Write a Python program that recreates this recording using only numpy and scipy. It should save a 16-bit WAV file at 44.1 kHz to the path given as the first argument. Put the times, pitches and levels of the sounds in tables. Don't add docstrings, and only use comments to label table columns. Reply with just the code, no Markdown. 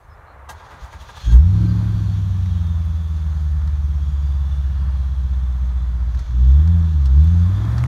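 import sys
import numpy as np
from scipy import signal
from scipy.fft import rfft, irfft
from scipy.io import wavfile
from scipy.ndimage import uniform_filter1d

SR = 44100
rng = np.random.default_rng(int(sys.argv[2]) if len(sys.argv) > 2 else 0)


def how_loud(loudness_db):
    steps = np.asarray(loudness_db, float) / 20
    return 10 ** steps


def log_audio(samples):
    frames = np.atleast_2d(samples).T
    limited = np.clip(frames, -1, 1)
    pcm = np.round(limited * 32767).astype(np.int16)
    wavfile.write(sys.argv[1], SR, pcm)


N = 347067
TIME = np.arange(N) / SR
CATCH_S = 1.298
STUMBLE_S = 6.245

# t/s, firing rate/Hz, firing tone/dB
ENGINE_RUN = [(1.22, 52.06, -34), (1.29, 55.9, -5.5), (1.335, 56.3, -4), (1.46, 90.14, -12),
              (1.6, 108.4, -15.5), (1.9, 106.7, -19), (2.75, 83.5, -18.5), (3.5, 74.3, -18),
              (6.27, 58.4, -19), (6.47, 63.23, -7), (6.7, 85.9, -11), (6.9, 80.2, -14), (7.09, 62.9, -11.5),
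              (7.2, 75.4, -6.5), (7.3, 85.3, -12), (7.42, 86.4, -12), (7.62, 106, -20),
              (7.87, 125.3, -17.5)]
# f/Hz, level/dB
SILENCER_RESPONSE = [(15, -46.5), (35, -20.5), (45, -23.5), (55, -2.5), (66, -1.5), (82, -6), (109, -14.5),
                     (135, -14.5), (172, -11.5), (215, -23.5), (260, -33), (310, -32), (400, -48.5),
                     (2000, -89.5)]
# f/Hz, level/dB per Hz
BAY_SPECTRUM = [(1350, -34.5), (2300, -3.5), (3020, -3.5), (3450, 1), (3750, -1), (4540, -6.5),
                (4950, -9.5), (6060, -5.5), (7070, -12.5), (7690, -25.5), (8200, -34), (10700, -54),
                (18000, -120)]
# t/s, peak level/dB, length/s, brightness/dB, thump/dB
STROKES = [(0.487, -18, 0.032, -7.5, -9), (0.587, -32.5, 0.068, -37.5, 2), (0.65, -43, 0.053, -25, -3),
           (0.701, -27.5, 0.065, -27, 0), (0.807, -36.5, 0.052, -21, -4), (0.833, -31.5, 0.059, -16.5, -12),
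           (0.92, -23, 0.041, -32, -2.5), (1.002, -28, 0.05, -15.5, -8), (1.086, -23, 0.029, -43, -6),
           (1.163, -24, 0.026, -16, -5), (1.204, -28, 0.02, -16, -1), (1.246, -28, 0.026, -15, 0),
           (1.31, -25.5, 0.069, -8.5, 13)]


def curves(table):
    s, *columns = np.transpose(table)
    return [np.interp(TIME, s, c) for c in columns]


def shape_db(hz, points):
    f, db = np.transpose(points)
    return np.interp(np.log(np.maximum(hz, 1)), np.log(f), db)


def colour(x, points, size=1 << 14):
    cep = irfft(shape_db(np.fft.rfftfreq(size, 1 / SR), points) * np.log(10) / 20)
    cep[1:size // 2] *= 2
    cep[size // 2 + 1:] = 0
    return signal.fftconvolve(x, irfft(np.exp(rfft(cep))))[:N]


def band(x, hz, width):
    return signal.lfilter(*signal.iirpeak(min(hz, .45 * SR), hz / width, fs=SR), x)


def unit(x):
    return x / np.sqrt(np.mean(x ** 2))


def walk(rate):
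    k = int(SR / rate)
    held = np.repeat(rng.standard_normal(N // k + 1), k)
    return unit(uniform_filter1d(uniform_filter1d(held, k), k)[:N])


def hiss(points, flicker_db, rate, grit_db):
    grains = how_loud(grit_db * rng.exponential(size=N)) * rng.standard_normal(N)
    closed = [(points[0][0] / 1.3, -60)] + list(points) + [(points[-1][0] * 1.3, -60)]
    return unit(how_loud(flicker_db * walk(rate)) * colour(grains, closed))


def tone(table, waver_db=0.0):
    hz, db = curves(table)
    fade = np.clip(np.minimum(TIME - table[0][0], table[-1][0] - TIME) / 0.0076, 0, 1)
    return np.sqrt(2) * fade * how_loud(db + waver_db * walk(45)) * np.sin(2 * np.pi * np.cumsum(hz) / SR)


def bumps(rows):
    return sum(how_loud(db) * np.exp(-((TIME - s) / length) ** 2) for s, db, length in rows)


def engine_state():
    idle_hz, idle_effort_db, flywheel_s = 60, -19, .04
    hz, tone_db = (uniform_filter1d(c, int(flywheel_s * SR)) for c in curves(ENGINE_RUN))
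    tone_db = tone_db - 13 * bumps([(STUMBLE_S, 0, .03)])
    effort_db = np.maximum(tone_db - shape_db(hz, SILENCER_RESPONSE) - idle_effort_db, -6)
    tone_db += -2.5 * np.clip(effort_db / 6, 0, 1) * np.exp(-((hz - 79) / 3) ** 2)
    in_gear = np.clip((TIME - STUMBLE_S) / .1, 0, 1)
    return hz, tone_db, np.log2(hz / idle_hz), effort_db, in_gear


def tyres():
    from_s, full_s = 6.75, 7.87
    return np.clip((TIME - from_s) / (full_s - from_s), 0, 1) ** 1.8


def machinery(rest_db, idle_db, per_octave_db, crank_db):
    _, _, octaves, _, _ = engine_state()
    cranking = np.interp(TIME, [STROKES[0][0], STROKES[1][0], CATCH_S], [rest_db, *crank_db])
    chug_db, chug_s = 6, .018
    chugs = bumps([(row[0] + chug_s / 2, 0, chug_s) for row in STROKES[1:]])
    cranking += chug_db * (chugs - .5 * (TIME > STROKES[1][0]))
    caught = np.clip((TIME - CATCH_S) / 0.11, 0, 1)
    return how_loud(cranking + caught * (idle_db + per_octave_db * octaves - cranking))


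def road_roar():
    # f/Hz, level/dB per Hz
    roar_spectrum = [(210, -16), (350, -7), (526, -3), (554, -2.5), (804, -0.5), (1150, 1.5), (1770, -6.5),
                     (2040, -10.5), (2900, -23.5), (3770, -40), (6380, -120)]
    _, _, octaves, _, _ = engine_state()
    roar_db = np.interp(TIME, [0, .3, CATCH_S, 2.5], [-49.5, -46.4, -47.5, -49])
    roar_db += 1.5 * octaves * (TIME > CATCH_S)
    level = np.hypot(how_loud(roar_db), how_loud(-40) * tyres())
    return level * hiss(roar_spectrum, flicker_db=1.0, rate=8.7, grit_db=1.5)


def wind():
    # f/Hz, level/dB per Hz
    wind_spectrum = [(8.8, -50.5), (15, -22), (43, -1), (70, 8), (92, -0.5), (188, -20.5), (353, -40),
                     (400, -33.5), (520, -50), (880, -120)]
    # t/s, level/dB
    gust_events = [(.1, -47), (.495, -45.5), (.57, -41.5), (.832, -34), (1.02, -34.5), (1.085, -46),
                   (1.17, -42)]
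    breeze_db, gust_s = -43.5, 0.019
    level = bumps([(s, db, gust_s) for s, db in gust_events]) + how_loud(breeze_db)
    return level * hiss(wind_spectrum, flicker_db=2.0, rate=11, grit_db=1.5)


def birds():
    # t/s, f/Hz, level/dB
    bird_notes = [
        [(0.02, 6469, -82), (0.044, 6333, -75), (0.07, 6238, -86)],
        [(0.09, 5292, -81), (0.1, 5272, -72), (0.136, 5092, -67), (0.16, 5084, -81)],
        [(0.26, 4034, -82), (0.272, 4096, -71), (0.306, 4135, -69), (0.34, 4178, -73)],
    ]
    trill_hz, trill_depth = 255, .9
    trill = 1 + trill_depth * np.cos(2 * np.pi * trill_hz * TIME)
    return tone(bird_notes[0]) + tone(bird_notes[1]) + trill * tone(bird_notes[2])


def whistles():
    # t/s, f/Hz, level/dB
    pump_whistle = [(.7, 9750, -80), (2.3, 9550, -82), (3.7, 9100, -76), (5.5, 8520, -77), (6.1, 8370, -80)]
    # t/s, f/Hz, level/dB
    short_hums = [
        [(1.55, 1536, -58), (1.7, 1567, -54.5), (2.05, 1555, -62)],
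        [(2.1, 15500, -86), (2.75, 15760, -79), (3.2, 15800, -94)],
        [(4.3, 2930, -72), (4.6, 2900, -65.5), (4.95, 2850, -69)],
        [(2.6, 6176, -71), (3.3, 6290, -74), (3.9, 6180, -74)],
    ]
    return tone(pump_whistle, waver_db=2.5) + sum(tone(hum, waver_db=1.0) for hum in short_hums)


def belt_whines():
    whine_orders = [
        (43.6, 1.5, 2.18, -57),
        (42.5, 2.18, 2.6, -65),
        (42.3, 2.62, 3.1, -59),
        (36, 1.65, 2.6, -67),
        (57.5, 1.5, 2.2, -67),
    ]
    hz, *_ = engine_state()
    out = np.zeros(N)
    for order, start, end, db in whine_orders:
        f = order * hz * (1 + .003 * walk(40))
        fade = np.clip(np.minimum(TIME - start, end - TIME) / .05, 0, 1)
        level = how_loud(db + .5 * shape_db(f, BAY_SPECTRUM) + 3.5 * walk(35))
        out += fade * level * np.sin(2 * np.pi * np.cumsum(f) / SR)
    return out


def bay_clatter():
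    # f/Hz, width/Hz, level/dB
    panel_modes = [(1740, 70, -9), (3300, 80, -11), (3500, 70, -10), (3940, 50, -15), (4200, 40, -16),
                   (4720, 50, -18), (5560, 40, -21), (6270, 50, -18), (6710, 70, -18)]
    # t/s, level/dB, length/s
    clutch_events = [
        (6.22, -57, 0.13),
        (6.5, -57.5, 0.14),
        (7.2, -59.5, 0.34),
    ]
    hz, *_ = engine_state()
    valves = 1 + 0.04 * np.cos(np.pi * np.cumsum(hz) / SR)
    noise = rng.standard_normal(N)
    ringing = sum(how_loud(db + 4.1 * walk(4)) * unit(band(noise, f, width)) for f, width, db in panel_modes)
    level = np.hypot(machinery(-73, -59.5, 7.2, (-62.5, -47)), bumps(clutch_events))
    return level * valves * (hiss(BAY_SPECTRUM, flicker_db=0.7, rate=15, grit_db=2.0) + ringing)


def top_hiss():
    # f/Hz, level/dB per Hz
    top_spectrum = [(4410, -26.5), (7500, -3), (7970, -6.5), (9290, -2.5), (10700, -9), (12100, -5),
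                    (15600, -10)]
    level = np.hypot(machinery(-75.5, -70.5, 7.8, (-75, -65.5)), how_loud(-65.5) * tyres())
    return level * hiss(top_spectrum, flicker_db=.4, rate=20, grit_db=1.5)


def ticks():
    # t/s, peak level/dB, body/dB, spit/dB, t60/s
    tick_events = [(2.4593, -46, 6.5, -15.5, 0.022), (2.668, -44.5, -4, -12.5, 0.03),
                   (3.619, -50, 11, -21.5, 0.036), (3.6746, -42, 1.5, -25, 0.038),
                   (6.1463, -44.5, 7, -26, 0.035), (6.1912, -40.5, 1.5, -24, 0.06),
                   (6.2641, -46, 5, -25, 0.021), (6.308, -49, 5, -14, 0.04),
                   (6.6758, -39.5, 5, -37.5, 0.018), (6.93, -48.5, -11, -22.5, 0.041),
                   (7.0566, -37, -2.5, -11, 0.061), (7.233, -50, 1, -21, 0.027),
                   (7.2716, -47, -2, -26, 0.027), (7.6512, -46, -3.5, -12.5, 0.026),
                   (7.7193, -45.5, 1, -24.5, 0.031), (7.7804, -32, 3, -4, 0.052),
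                   (7.8024, -45, 3, -21.5, 0.03), (7.8389, -31.5, 9.5, -40.5, 0.0047)]
    size = 8192
    out = np.zeros(N + size)
    t = np.arange(size) / SR
    for s, db, body_db, spit_db, t60 in tick_events:
        burst = rng.standard_normal(size) * np.exp(-np.log(1000) * t / max(t60, .004))
        crack = np.zeros(size)
        for hz, width, rel_db in ((1400, 1400, body_db + 3.5), (3700, 3300, 2.5), (10500, 23000, spit_db + 25)):
            part = band(band(burst, hz, width), hz, width)
            crack += how_loud(db + rel_db) * part / np.abs(part).max()
        start = int(s * SR)
        out[start:start + size] += crack
    return out[:N]


def starter_gears():
    # f/Hz, width/Hz, level/dB
    gear_bands = [(1600, 30, -2), (3280, 40, -3), (4230, 25, -9), (6500, 80, -11)]
    # t/s, level/dB
    mesh_level = [
        (.5, -56),
        (.8, -79),
        (1.1, -69.5),
        (1.22, -52.5),
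        (1.33, -45.5),
        (1.4, -78.5),
    ]
    noise = rng.standard_normal(N)
    song = sum(how_loud(db + 4.0 * walk(30)) * unit(band(noise, hz, width)) for hz, width, db in gear_bands)
    meshed = (TIME > mesh_level[0][0]) * (TIME < mesh_level[-1][0])
    motor_off_s = 0.92
    turning = np.clip(np.minimum(TIME - mesh_level[0][0], motor_off_s - TIME) / 0.031, 0, 1)
    drone = turning * how_loud(-54 + 5.2 * walk(25)) * unit(band(noise, 950, 62))
    return meshed * how_loud(curves(mesh_level)[0]) * song + drone


def starter_strokes():
    # f/Hz, width/Hz, level/dB
    housing_modes = [(903, 43, -1.5), (1185, 17, 0), (1616, 10.6, -0.5), (1900, 72, -14), (2690, 53, -9.5),
                     (3160, 130, -20.5), (3726, 24, -6), (4560, 59, -27.5), (6200, 40, -9.5)]
    split_hz = 2350
    noise = rng.standard_normal(N)
    dull, bright = np.zeros(N), np.zeros(N)
    for hz, width, db in housing_modes:
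        rattle = how_loud(db) * unit(band(noise, hz, width)) * np.sqrt(width)
        if hz < split_hz:
            dull += rattle
        else:
            bright += rattle
    dull = unit(unit(dull) + 0.48 * unit(band(band(noise, 760, 850), 950, 1200)))
    bright = unit(unit(bright) + unit(band(noise, 4000, 6000)))
    thump = unit(band(band(noise, 90, 91), 75, 100))
    out = np.zeros(N)
    for s, db, length, bright_db, thump_db in STROKES:
        u = np.clip((TIME - s) / max(length, .005), 0, 30)
        rattle_env = np.minimum(u * 4, 1) * np.exp(-u ** 2)
        thump_env = np.minimum(u, 1) * np.exp(-(u / 1.4) ** 2)
        out += how_loud(db - 14) * rattle_env * (dull + how_loud(bright_db) * bright)
        out += how_loud(db + thump_db - 14) * thump_env * thump
    return out


def tailpipe_puffs():
    # t/s, level/dB, length/s
    cough_events = [
        (1.31, -26, 0.051),
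        (1.93, -26, 0.048),
        (6.22, -33, 0.065),
        (7.26, -34, .05),
    ]
    level = (TIME > CATCH_S) * how_loud(-44.5 + 5.5 * walk(2.7)) + bumps(cough_events)
    return level * unit(band(band(rng.standard_normal(N), 40, 27), 42, 34))


def exhaust():
    order_families = [
        [16, 24],
        [11, 13, 21],
        [4, 6, 10, 12, 14, 17, 18, 22],
        [5],
    ]
    order_levels = [
        [1.5, -9],
        [-10, 6, 0],
        [-20, 3.9, 5.3, -18, 1.5, 0.5, -1.5, -4],
        [1],
    ]
    hz, tone_db, octaves, effort_db, in_gear = engine_state()
    phase = np.cumsum(hz) / SR
    cycle, weak_one, weak_share = 8, 5, 0.13
    scatter, drift_db = .2, 1.2

    def law(idle, per_octave, per_effort_db, once_in_gear):
        return idle + per_octave * octaves + per_effort_db * effort_db + once_in_gear * in_gear

    overtone_db = law(-10, -6, 0.1368, 2) - .3 * np.maximum(hz - 90, 0)
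    bank_db, low_bank_db = law(-36.5, 19.5, 0.2131, -9), law(-32.5, 20, -0.2, 1)
    crank_db = law(-11, -4, -.55, -6)
    uneven = law(.85, -.25, -.028, .05) + .3 * np.clip((TIME - 7.5) * 10, 0, 1)
    rasp_db = law(-61, -2.5, 1.04, 1.6) + 7 * np.exp(-((hz - 107.9) / 7.6) ** 2)

    running = np.clip((TIME - ENGINE_RUN[0][0]) / 0.021, 0, 1)
    push = np.sqrt(2) * running * how_loud(tone_db - shape_db(hz, SILENCER_RESPONSE))
    lines = np.cos(2 * np.pi * phase)
    families = zip(order_families, order_levels, (overtone_db, bank_db, crank_db, low_bank_db))
    for orders, levels, strength_db in families:
        drift = how_loud(strength_db + drift_db * walk(6.2))
        for order, db in zip(orders, levels):
            slip = .7 * walk(7)
            lines += drift * how_loud(db) * np.cos(2 * np.pi * (order * phase / cycle + rng.random()) + slip)

    firing = np.arange(1, int(phase[-1]))
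    at = np.interp(firing, phase, np.arange(N)).astype(int)
    excess = weak_share * (1 / cycle - (firing % cycle == weak_one))
    excess = excess + scatter * rng.standard_normal(len(firing))
    pulse_size = np.clip(uneven, 0, 2) * push * SR / hz / 2
    pulses = np.bincount(at, excess * pulse_size[at], N)

    bank_gate = 1 + .6 * np.cos(2 * np.pi * 3 * phase / cycle)
    gas = band(band(band(rng.standard_normal(N), 288, 80), 303, 190), 288, 170)
    rasp = running * how_loud(rasp_db) * unit(bank_gate * gas)
    return colour(push * lines + pulses, SILENCER_RESPONSE) + rasp


def scene():
    background = road_roar() + wind() + birds()
    car = whistles() + belt_whines() + bay_clatter() + top_hiss() + ticks()
    starting = starter_gears() + starter_strokes()
    return (background + car + starting + tailpipe_puffs() + exhaust())[None]


def roll_off(x):
    return signal.sosfilt(signal.butter(12, 15730, fs=SR, output="sos"), x)


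def record(dry):
    rounded = np.tanh(0.19 * dry) * 5.24
    low_pass = signal.ellip(10, .3, 80, 15730, fs=SR, output="sos")
    end_fade = np.clip((TIME[-1] - TIME) / .008, 0, 1)
    return roll_off(signal.sosfilt(low_pass, rounded) * end_fade)


dry = scene()
out = record(dry)
log_audio(out)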